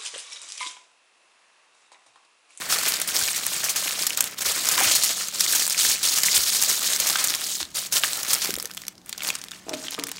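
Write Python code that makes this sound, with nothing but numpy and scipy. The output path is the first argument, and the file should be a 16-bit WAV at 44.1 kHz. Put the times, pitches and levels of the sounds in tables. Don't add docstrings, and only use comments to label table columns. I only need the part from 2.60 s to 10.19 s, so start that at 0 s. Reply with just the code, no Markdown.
import sys
import numpy as np
from scipy import signal
from scipy.io import wavfile
from scipy.ndimage import uniform_filter1d

SR = 44100
rng = np.random.default_rng(int(sys.argv[2]) if len(sys.argv) > 2 else 0)


def pcm_store(signal):
    levels = np.round(np.clip(np.atleast_2d(signal), -1, 1) * 32767)
    wavfile.write(sys.argv[1], SR, levels.astype(np.int16).T)


def field_ratio(decibels):
    return 10 ** (np.asarray(decibels, dtype=float) / 20)


N = 334727

# (frequency [Hz], level [dB per Hz])
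FOIL_COLOUR = [(24, -73), (40, -26), (75, -18), (160, -12), (320, -16), (800, -9.5), (1400, -5.5),
               (2600, -6), (4400, -6), (5100, -4.5), (7500, -5), (10500, -5.5), (15800, -3.5)]


def evened(x):
    return x / np.sqrt(np.mean(x ** 2) + 1e-20)


def smoothed(x, size, axis=-1):
    return uniform_filter1d(uniform_filter1d(x, size, axis=axis), size, axis=axis)


def read(points, hz):
    f, value = np.transpose(points)
    return np.interp(np.log(hz + 1), np.log(f + 1), value)


def add(mix, s, sound):
    part = mix[round(s * SR):][:len(sound)]
    part += sound[:len(part)]


def coloured(x, points):
    log_gain = np.log(field_ratio(read(points, abs(np.fft.fftfreq(8192, 1 / SR)))))
    phase = -signal.hilbert(log_gain).imag
    taps = np.fft.ifft(np.exp(log_gain + 1j * phase)).real[:4096]
    return signal.oaconvolve(x, taps)[:len(x)]


def ring(x, hz, width_hz):
    r = np.exp(-np.pi * width_hz / SR)
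    return signal.lfilter([1, 0, -1], [1, -2 * r * np.cos(2 * np.pi * hz / SR), r * r], x)


def clicks(per_s, spread_db, size):
    sizes = field_ratio(spread_db * np.minimum(rng.exponential(1, size), 4))
    signs = rng.choice([-1., 1.], size)
    return sizes * signs * (rng.random(size) < per_s / SR)


def buckle(kick, hz, sharpness, ring_db):
    return evened(kick) + field_ratio(ring_db) * evened(ring(kick, hz, hz / sharpness))


def dulled(x, hz):
    return signal.lfilter(*signal.butter(2, min(2.7 * hz, SR / 2.1), fs=SR), x)


def wavering():
    return evened(smoothed(rng.standard_normal(N), 4000))


def air():
    # (frequency [Hz], level [dB per Hz])
    air_colour = [(15, -48), (30, -7), (80, -6), (160, 0), (310, -3), (500, -12), (800, -12.5), (2500, -23),
                  (5100, -18), (16000, -33)]
    # (frequency [Hz], level [dB])
    hum = [(188.4, -61)]
    tone = field_ratio(-55) * evened(coloured(rng.standard_normal(N), air_colour))
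    for hz, db in hum:
        loudness = field_ratio(db + 2.5 + 2.3 * wavering())
        turns = np.cumsum(hz + 2.5 * wavering()) / SR
        tone = tone + loudness * np.sin(2 * np.pi * turns)
    return tone


def creasing(low_hz, high_hz, per_s, slips_per_s, slip_s, calm, ring_db):
    slips = uniform_filter1d(abs(clicks(slips_per_s, 3.0, N)), 260)
    surge = signal.lfilter([1], [1, -np.exp(-1 / (slip_s * SR))], slips)
    surge = calm + surge / surge.mean()
    t, raw = np.arange(600) / SR, np.zeros(N)
    for hz in np.geomspace(low_hz, high_hz, num=14):
        kick = rng.standard_normal(len(t)) * field_ratio(-60 * t / rng.uniform(0.0025, 0.008))
        sparks = clicks(per_s / 14 * surge, 2.7, N)
        raw += signal.oaconvolve(sparks, buckle(kick, hz, 3.86, ring_db))[:N]
    foil = coloured(raw, FOIL_COLOUR)
    return foil / np.sqrt(smoothed(foil ** 2, 1100))


def pricks():
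    t, out = np.arange(300) / SR, np.zeros(N)
    for hz in np.geomspace(1700, 11000, num=8):
        kick = rng.standard_normal(len(t)) * field_ratio(-60 * t / 0.00097)
        out += signal.oaconvolve(clicks(260 / 8, 2.0, N), buckle(kick, hz, 6.4, 2.1))[:N]
    return field_ratio(-7.5) * evened(coloured(out, FOIL_COLOUR))


def regrips(t):
    # (grip time [s], letting-go length [s], sag [dB], rebound [dB])
    grips = [(0.086, 0.15, 7, 4), (0.478, 0.046, 3.5, 5.5), (0.538, 0.026, 1.5, 11), (1.143, 0.026, 5, 2),
             (1.558, 0.11, 6, -15), (1.767, 0.09, 11.5, -6.5), (1.768, 0.023, 9.5, 4), (2.413, 0.066, 4, 2),
             (2.716, 0.026, 5.5, 1.5), (3.178, 0.16, 3.5, 8), (3.09, 0.021, 5.5, -2),
             (3.423, 0.069, 8, 5.5), (4.213, 0.029, 4, 2), (4.807, 0.057, 3.5, 1), (5.128, 0.091, 17, -1),
             (5.312, 0.041, 10.5, 8), (5.418, 0.02, 4, 3.5), (5.666, 0.029, 3.5, 9),
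             (6.446, 0.12, 27, -8.5), (6.614, 0.1, 7, 2.5), (6.793, 0.093, 9.5, -16.5),
             (7.069, 0.074, 8.5, -5.5), (7.126, .02, 4, -1.5), (7.296, 0.021, 9, 5), (0.822, 0.023, 3, 2.5),
             (1.371, 0.038, 4, 0), (1.88, 0.0091, 4, 2.5), (2.78, .02, 1.5, 3.5), (3.855, 0.016, 2.5, 2.5),
             (3.998, 0.027, 3, -2), (4.079, 0.018, -1, 4), (5.82, .01, -6, 8.5), (6.848, .01, 4, 3),
             (7.584, 0.29, 12.5, -23)]
    grip_s, rebound_s = 0.021, 0.15
    out = np.zeros(len(t))
    for s, length, sag_db, rebound_db in grips:
        shut = np.clip((t - s) / grip_s, 0, 1)
        eased = np.clip((t - s + length) / (0.13 * length), 0, 1)
        out -= sag_db * eased * (1 - shut)
        out += rebound_db * shut * np.exp(-np.maximum(t - s, 0) / rebound_s)
    return out


def swells(t):
    # (time [s], length [s], change [dB])
    brief_changes = [(0.273, 0.056, 7), (0.419, 0.02, 6.5), (0.574, 0.021, 0.5), (0.667, 0.15, 2),
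                     (0.893, 0.09, -1.5), (0.937, 0.027, 6), (1.28, 0.051, 3), (1.307, 0.04, -4.1),
                     (1.335, 0.04, 2), (1.364, 0.02, -3), (1.428, 0.019, 5), (1.51, 0.015, -3),
                     (1.56, 0.021, -11), (1.586, 0.044, 10.5), (1.695, 0.028, 2), (1.8, 0.017, -17),
                     (1.84, 0.025, -12), (1.89, 0.028, 3.5), (1.939, 0.053, -5), (2.164, 0.021, -6.5),
                     (2.508, 0.024, 6), (2.545, 0.028, -6), (2.617, 0.086, 4.5), (2.869, 0.022, -9),
                     (3.093, 0.021, -1), (3.119, 0.053, 5.5), (3.313, 0.024, 6.7), (3.62, 0.091, -3.5),
                     (3.685, 0.028, -5), (3.767, 0.031, 7), (3.85, 0.024, -3), (3.91, 0.028, -8),
                     (4.106, 0.042, 3), (4.175, 0.11, -2.5), (4.381, 0.035, -6), (2.346, 0.015, -5),
                     (4.61, 0.051, 3.5), (4.844, 0.024, -1.5), (4.915, 0.053, 3.5), (4.988, 0.03, -4),
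                     (5.029, 0.038, -14), (5.136, 0.024, -12), (5.18, 0.074, 7.5), (5.371, 0.055, 10),
                     (5.511, 0.024, -3), (5.656, 0.027, 5), (5.826, 0.036, -14), (5.89, 0.14, 1.5),
                     (5.967, 0.084, -7), (6.213, 0.14, 10.5), (6.47, 0.061, 2), (6.866, 0.026, 7),
                     (6.888, 0.11, -9), (7.14, 0.038, 14.5), (7.334, 0.037, 9)]
    out = np.zeros(len(t))
    for s, length, db in brief_changes:
        out += db * np.cos(np.pi * np.clip((t - s) / length, -.5, .5)) ** 2
    return out


def crackle():
    # (time [s], effort [dB], loose large facets [dB], brightness of near folds [dB])
    squeeze = [(0.0, -25.5, -5, -9), (0.6, -32.5, -8, -13), (1.48, -26, -9.5, -10.5), (1.88, -21, -7.5, -7),
               (2.0, -26, -10, -13), (2.22, -22, -3, -8), (2.34, -16, -16, -16.5),
               (2.66, -31.5, -12.5, -14.5), (2.94, -21.5, -15.5, -12), (3.55, -24.5, -13.5, -13.5),
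               (3.78, -20.5, -16.5, -12), (4.65, -26.5, -8, -11.5), (4.97, -28.5, -17, -12),
               (5.75, -34, -4.5, -8.5), (6.26, -59.5, -7.5, -9), (6.69, -29, -6.5, -11),
               (7.0, -43.5, -5, -14), (7.25, -32, -11, -19)]
    s, effort_db, large_db, fine_db = np.transpose(squeeze)
    small = creasing(1780, 8570, 3000, 60, 0.011, .5, -8.5)
    broad = creasing(256, 2450, 700, 40, .015, .4, 0.3)
    hz, frames, (z, flex) = signal.stft([small + pricks(), broad], SR, nperseg=256, noverlap=192)
    large = np.clip(np.log2(4000 / (hz + 1)) / 0.94, 0, 1)
    fine = np.clip(np.log2((hz + 1) / 7000), 0, 1)
    share = 0.79 * large[:, None]
    z = np.sqrt(1 - share) * z + field_ratio(-8.5) * np.sqrt(share) * flex

    grip_db = regrips(frames)
    loose_db = np.interp(frames, s, large_db + 8.5) - 0.28 * grip_db
    bright_db = np.interp(frames, s, fine_db + 5.5) + 0.24 * grip_db
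    tilt_db = np.outer(large, loose_db) + np.outer(fine, bright_db)
    patches = uniform_filter1d(uniform_filter1d(rng.standard_normal(z.shape), 10, axis=0), 8, axis=1)
    tilt_db = tilt_db + 1.77 * evened(patches)
    tilted = signal.istft(z * field_ratio(tilt_db), SR, nperseg=256, noverlap=192)[1][:N]

    t = np.arange(N) / SR
    hands_db = np.interp(t, s, effort_db) + np.interp(t, frames, swells(frames)) + regrips(t)
    return tilted * field_ratio(hands_db + 1.5)


def snap(hz, t60, kick_s, ring_db, after_db):
    t = np.arange(3000) / SR
    kick = rng.standard_normal(len(t)) * field_ratio(-60 * t / kick_s) * (1 - np.exp(-t / 0.00022))
    head = buckle(kick, hz, 6.5, ring_db)
    shower = buckle(clicks(6000, 1.1, len(t)), hz, 0.96, ring_db - 1.0) * (1 - np.exp(-t / 0.0013))
    return dulled(head / abs(head).max() + field_ratio(after_db - 60 * t / t60) * shower, hz)


def buckles(rows, level_db, t60, kick_s, ring_db, after_db, top_hz=None):
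    out = np.zeros(N)
    for s, db, hz in rows:
        sound = snap(hz, t60, kick_s, ring_db, after_db)
        if top_hz:
            sound = signal.lfilter(*signal.butter(1, top_hz, fs=SR), sound)
        add(out, s, field_ratio(db + level_db) * sound)
    return field_ratio(5.5) * coloured(out, FOIL_COLOUR)


def single_snaps():
    # (time [s], peak [dB], facet pitch [Hz])
    snap_rows = [(0.0179, -9, 1990), (0.2319, -13, 7300), (0.3384, -5, 4600), (1.4665, 0.5, 7500),
                 (1.4964, -11, 8000), (1.5728, -2.5, 7200), (1.6055, -2.5, 7360), (1.639, -25, 8460),
                 (1.8203, -9, 7450), (2.2014, -5, 6910), (2.806, 2, 5430), (2.9245, 0, 8050),
                 (2.9944, -4.5, 5380), (3.022, -7, 7890), (3.1775, -5, 5040), (3.2959, -3, 6500),
                 (3.4304, -6, 5600), (3.5369, -5, 7150), (3.5838, -1.5, 5940), (3.6331, 1.5, 5740),
                 (3.883, -10, 4540), (4.333, -3, 4700), (4.3996, -2.5, 6880), (4.5563, -3.5, 3040),
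                 (4.6405, 0, 7260), (5.1689, -8, 4870), (5.4405, -6, 7600), (5.7319, 2, 8350)]
    return buckles(snap_rows, -7.0, 0.031, 0.45 * 0.031, 0.45, -8.0)


def showers():
    # (time [s], peak [dB], facet pitch [Hz])
    shower_rows = [(0.0974, -11, 5070), (0.1226, -6.5, 4800), (0.2816, -8, 9200), (0.474, -12, 8600),
                   (0.7613, -12, 5960), (1.04, -9, 5800), (1.0928, -9.5, 6200), (1.1589, -8, 5230),
                   (1.7783, -26, 4830), (1.8574, -9.5, 5900), (2.068, -10.5, 5270), (2.1133, -7.5, 6360),
                   (2.2328, -7.5, 6470), (2.3116, -9.5, 5200), (2.3505, -4, 6900), (2.434, -5.5, 6700),
                   (2.9491, -5.5, 6460), (3.249, -10, 5690), (3.5588, -10, 5660), (3.658, -5.5, 6160),
                   (3.7454, -6, 6030), (3.9466, -8.5, 5860), (4.0147, -7.5, 8600), (4.4685, -6.5, 5860),
                   (4.5856, -9, 3500), (5.0, -13.5, 3650), (5.151, -15.5, 4900), (5.323, -7.5, 6050),
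                   (5.704, -8, 4950), (5.8177, -8.5, 4400)]
    return buckles(shower_rows, -7.0, 0.14, 0.45 * 0.14, 0.45, -8.0)


def pops():
    # (time [s], peak [dB], dent pitch [Hz])
    pop_rows = [(0.489, -18.5, 4020), (0.613, -24, 1600), (0.684, -16.5, 2310), (0.125, -14, 1310),
                (1.034, -22, 1820), (1.086, -21, 2310), (1.273, -22, 2580), (1.582, -24.5, 1430),
                (2.181, -15, 1030), (2.211, -13, 774), (2.244, -15, 2660), (2.611, -26.5, 1410),
                (2.864, -17, 2750), (2.906, -25, 2170), (2.934, -21, 1640), (3.02, -20.5, 2040),
                (3.146, -19.5, 2430), (3.249, -19.5, 1740), (3.323, -22, 2340), (3.358, -22, 2540),
                (3.645, -20, 1830), (3.684, -15, 2020), (4.113, -20, 2420), (4.556, -16.5, 1360),
                (5.004, -24, 545)]
    return buckles(pop_rows, 6.0, 0.02, 0.0053, 5.4, -18)


def needles():
    # (time [s], peak [dB], facet
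    # or dent pitch [Hz])
    squeezed = [(0.254, -13, 2500), (0.2329, -8, 6900), (0.3212, -5.5, 4700), (0.4, -10, 10600),
                (4.0245, -1.5, 6000), (0.866, -5, 8000), (1.2796, -7, 2680), (1.309, -10.5, 2900),
                (1.3919, -8.5, 3100), (1.6072, 1, 7460), (1.641, -7, 8800), (1.7113, -22, 7100),
                (1.7294, -24, 2800), (0.402, -13, 1800), (1.7922, -17, 11300), (2.048, -8, 5400),
                (4.036, -3, 7000), (2.301, -13, 5900), (2.381, -11, 6600), (2.6664, -21, 5300),
                (2.6847, -12, 6800), (2.796, -9, 5500), (2.863, -10, 2900), (2.9954, -16, 5600),
                (3.0363, -14, 5900), (3.0533, -10, 7000), (3.066, -5, 8100), (3.0832, -12, 7900),
                (3.0982, -5.5, 6500), (3.5763, -5, 6000), (3.587, -15, 5700), (3.7774, -1, 8850),
                (3.964, -17, 8100), (4.047, -8, 6100), (4.1934, -10, 9200), (4.4897, -4, 9100),
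                (4.4992, -5, 5160), (4.5047, -4, 8500), (4.518, -18, 9000), (4.5287, -6, 4800),
                (4.5615, -7, 3500), (4.6472, -7, 7100), (4.7043, -7, 5000), (4.7493, -7, 5400),
                (4.755, -9, 7100), (4.81, -14, 9350), (4.8163, -11, 3300), (5.368, -3.5, 2900),
                (5.467, -22, 6900), (5.532, -5.5, 4200), (5.5733, -9, 9500), (5.6315, -8, 6970),
                (5.6485, -14, 4700), (5.666, -15, 4600), (5.7334, -3, 5140), (5.4358, 1.5, 2900),
                (5.8575, -9, 5100), (5.873, -12, 4100)]
    # (time [s], peak [dB], facet pitch [Hz])
    settling = [(6.0068, -22, 5600), (6.0195, -27, 4900), (6.026, -12.5, 9000), (6.047, -18, 4700),
                (6.0664, -30, 4900), (6.0732, -25, 5500), (6.113, -19, 5000), (6.148, -22, 9000),
                (6.2363, -23, 1870), (6.3538, -35, 4200), (6.4159, -37, 3900), (6.4478, -43, 6000),
                (6.5089, -32, 4300), (6.548, -23, 1500), (6.581, -18, 4280), (6.6214, -12, 2600),
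                (6.6634, -20, 7100), (6.671, -11, 4370), (6.6785, -11, 11300), (6.728, -23, 4000),
                (6.7554, -9.5, 4170), (6.8392, -14.5, 5000), (6.8474, -26, 8100), (6.8611, -31, 1500),
                (6.7028, -11, 7000), (6.8846, -20.5, 3500), (6.9165, -13, 3600), (6.4902, -30, 7000),
                (6.9592, -29, 3100), (6.5275, -20, 9000), (6.5785, -16, 8500), (7.138, -11, 2900),
                (7.1714, -29, 4600), (7.1939, -24, 4200), (7.1989, -26, 5800), (7.3201, -16, 4000),
                (7.3266, -21, 2900), (7.3553, -26, 3700), (7.3655, -28, 3200), (7.3807, -27, 1500),
                (7.3905, -22, 9000), (7.3967, -9, 4170), (7.425, -20, 1700), (7.4722, -21, 8600),
                (7.4853, -19, 9300), (7.497, -24, 2500), (7.5219, -33, 5900), (7.5618, -24, 5400)]
    t, out = np.arange(900) / SR, np.zeros(N)
    for rows in (squeezed, settling):
        for s, db, hz in rows:
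            kick, spray = rng.standard_normal((2, len(t)))
            head = buckle(kick * field_ratio(-60 * t / 0.006), hz, 5.3, -5)
            tail = buckle(spray, hz, 2.1, 0.5) * field_ratio(-9 - 60 * t / 0.01)
            add(out, s, field_ratio(db - 4.0) * dulled(head / abs(head).max() + tail, hz))
    return field_ratio(5.0) * coloured(out, FOIL_COLOUR)


def dry_clicks():
    # (time [s], peak [dB], facet pitch [Hz])
    click_rows = [(0.3675, -19, 4960), (0.685, -21, 4730), (0.779, -21, 5950), (0.943, -34, 6250),
                  (0.9648, -17, 7300), (1.505, -15.5, 3030), (1.6243, -19, 8400), (0.416, -14.5, 8700),
                  (2.088, -5.5, 6950), (2.179, -9.5, 3900), (3.078, -11, 8550), (3.1064, -16, 5070),
                  (4.362, -14.5, 6000), (4.673, -11, 7500), (4.684, -10.5, 4530), (4.699, -14.5, 5260),
                  (4.7395, -12.5, 3570), (5.029, -15, 4260), (5.0526, -27, 3690), (5.34, -17, 6200),
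                  (5.7415, -8, 8250), (5.7493, -13, 5400), (5.9546, -18.5, 4500), (5.9645, -22, 7410),
                  (7.343, -22, 3650), (7.348, -20, 3100)]
    return buckles(click_rows, 6.5, 0.004, 0.0045, -1.6, -20)


def bumps():
    # (time [s], peak [dB], pitch [Hz], time to fall 60 dB [s])
    bump_rows = [(.62, -43, 110, 0.072), (1.87, -48, 80, 0.092), (2.267, -37, 118, 0.057),
                 (3.28, -49, 70, .08), (3.775, -45, 80, 0.11), (5.012, -38, 333, 0.05),
                 (5.021, -47, 80.5, .1), (5.35, -54, 80, .1), (5.891, -25.5, 390, 0.02),
                 (5.93, -36, 246, 0.037), (5.95, -48, 75, .12), (5.976, -30.5, 503, 0.016),
                 (6.041, -37, 500, 0.046)]
    t, out = np.arange(8000) / SR, np.zeros(N)
    for s, db, hz, t60 in bump_rows:
        shape = (1 - np.exp(-t * hz / 1.3)) * field_ratio(-60 * t / t60)
        wave = np.sin(2 * np.pi * hz * (t - 2.4 * t ** 2))
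        wave += 0.63 * np.sin(2 * np.pi * 0.75 * hz * t)
        add(out, s, field_ratio(db) * shape / shape.max() * wave)
    return out


def tucked_ticks():
    # (time [s], peak [dB], facet pitch [Hz])
    tuck_rows = [(6.0973, -31, 1750), (6.379, -34, 5140), (6.5275, -15.5, 4100), (6.5944, -24, 2870),
                 (6.6056, -20, 2720), (6.6201, -21, 2250), (6.7022, -11, 2520), (6.752, -14.5, 9000),
                 (6.787, -24, 9150), (6.8151, -21, 6000), (6.9097, -24.5, 7040), (6.9344, -29, 2250),
                 (6.9464, -33, 4320), (7.093, -16.5, 6100), (7.133, -23, 3050), (7.2681, -24, 2850),
                 (7.2828, -16, 3200), (5.437, -13, 1180), (5.446, -15, 1670), (7.4852, -25, 1890),
                 (7.5692, -24, 4890), (7.5824, -28, 2700)]
    return buckles(tuck_rows, 2.0, 0.015, 0.0066, 4, -8.5, top_hz=6000)


def bare_ticks():
    # (time [s], peak [dB], facet pitch [Hz])
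    tick_rows = [(5.8463, -11, 4760), (5.9055, -11.5, 5130), (5.9397, -11.5, 5300), (5.985, -14.5, 8100),
                 (5.999, -15, 5170), (6.0555, -14.5, 6150), (6.1074, -22, 1540), (6.1366, -29, 6500),
                 (6.1705, -21, 6100), (6.1755, -15.5, 3240), (6.218, -24, 4710), (6.2514, -30, 4160),
                 (6.2673, -24, 5380), (6.2812, -12, 6060), (6.4604, -31, 8500), (6.4935, -17.5, 8900),
                 (6.634, -17, 11000), (6.648, -12.5, 3170), (6.688, -10, 4750), (6.7393, -25, 5000),
                 (7.308, -21, 9000), (7.334, -23, 8000), (7.3894, -19, 2150), (7.4372, -11.5, 5300),
                 (7.4685, -18.5, 7500), (7.491, -22, 9000), (7.5158, -14.5, 5400), (7.5552, -28, 2870)]
    return buckles(tick_rows, 2.0, 0.015, 0.0066, -7.5, -8.5, top_hz=20000)


def knocks():
    # (time [s], peak [dB], pitch woken most by the spot struck [Hz])
    blows = [(7.067, -31, 406), (7.084, -24, 490), (7.094, -25.5, 740), (7.103, -44, 680),
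             (7.112, -27, 277), (7.121, -27, 626), (7.134, -26.5, 276), (7.148, -31, 280),
             (7.164, -41, 746), (7.194, -42, 280), (7.227, -36, 270), (7.252, -36.5, 270),
             (7.380, -28.5, 990), (7.385, -24.5, 447), (7.387, -24.5, 268), (7.433, -38, 268)]
    # (frequency [Hz], level [dB], time to fall 60 dB [s])
    wood_modes = [(133, 11, 0.081), (275.4, -4.5, 0.11), (334, -2.5, 0.021), (447, -7, 0.042),
                  (656, -1, 0.097), (794, -17, 0.033), (920, -11, 0.11), (1143, -8, 0.078),
                  (1276, 5.5, 0.027)]
    reach_octaves = 0.6
    t, out = np.arange(12000) / SR, np.zeros(N)
    for s, db, spot_hz in blows:
        blow = rng.standard_normal(len(t)) * field_ratio(-60 * t / 0.0088)
        blow = uniform_filter1d(blow, size=14)
        for hz, mode_db, t60 in wood_modes:
            mode = ring(blow, hz * rng.uniform(0.935, 1.03), 1.43 / t60)
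            far_db = 10.3 * (np.log2(hz / spot_hz) / reach_octaves) ** 2
            add(out, s, field_ratio(db - 2.0 + mode_db - far_db) * mode / abs(mode).max())
    return out


def kitchen(x):
    # (frequency [Hz], time to fall 60 dB [s])
    echo_times = [(200, 0.52), (1500, 0.3), (6000, 0.077), (14000, 0.041)]
    taps = np.zeros(SR // 2)
    at = np.arange(120, len(taps) - 20, 20)
    taps[at + rng.integers(0, 20, len(at))] = rng.choice([-1., 1.], len(at))
    hz, t, z = signal.stft(taps, SR, nperseg=256)
    fade = field_ratio(-60 * t / read(echo_times, hz)[:, None])
    tail = signal.istft(z * fade, SR, nperseg=256)[1]
    return signal.fftconvolve(x, tail / np.linalg.norm(tail))[:N]


def scene():
    foil = crackle() + single_snaps() + showers() + pops() + needles() + dry_clicks()
    foil = foil + tucked_ticks() + bare_ticks()
    near, wood = foil + bumps(), knocks()
    echoes = kitchen(field_ratio(-17.0) * near + field_ratio(-9.0) * wood)
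    return (near + wood + echoes + air())[None]


def low_pass(x):
    return signal.sosfilt(signal.butter(12, 16970, fs=SR, output="sos"), x)


def record(dry):
    thin = signal.sosfilt(signal.butter(1, 45, "high", fs=SR, output="sos"), dry)
    held = np.tanh(thin)
    treble_cut = signal.firwin(701, 15850, window=("kaiser", 7), fs=SR)
    limited = signal.oaconvolve(held, treble_cut[None], "same")
    return low_pass(limited)


dry = scene()
out = record(dry)
pcm_store(out)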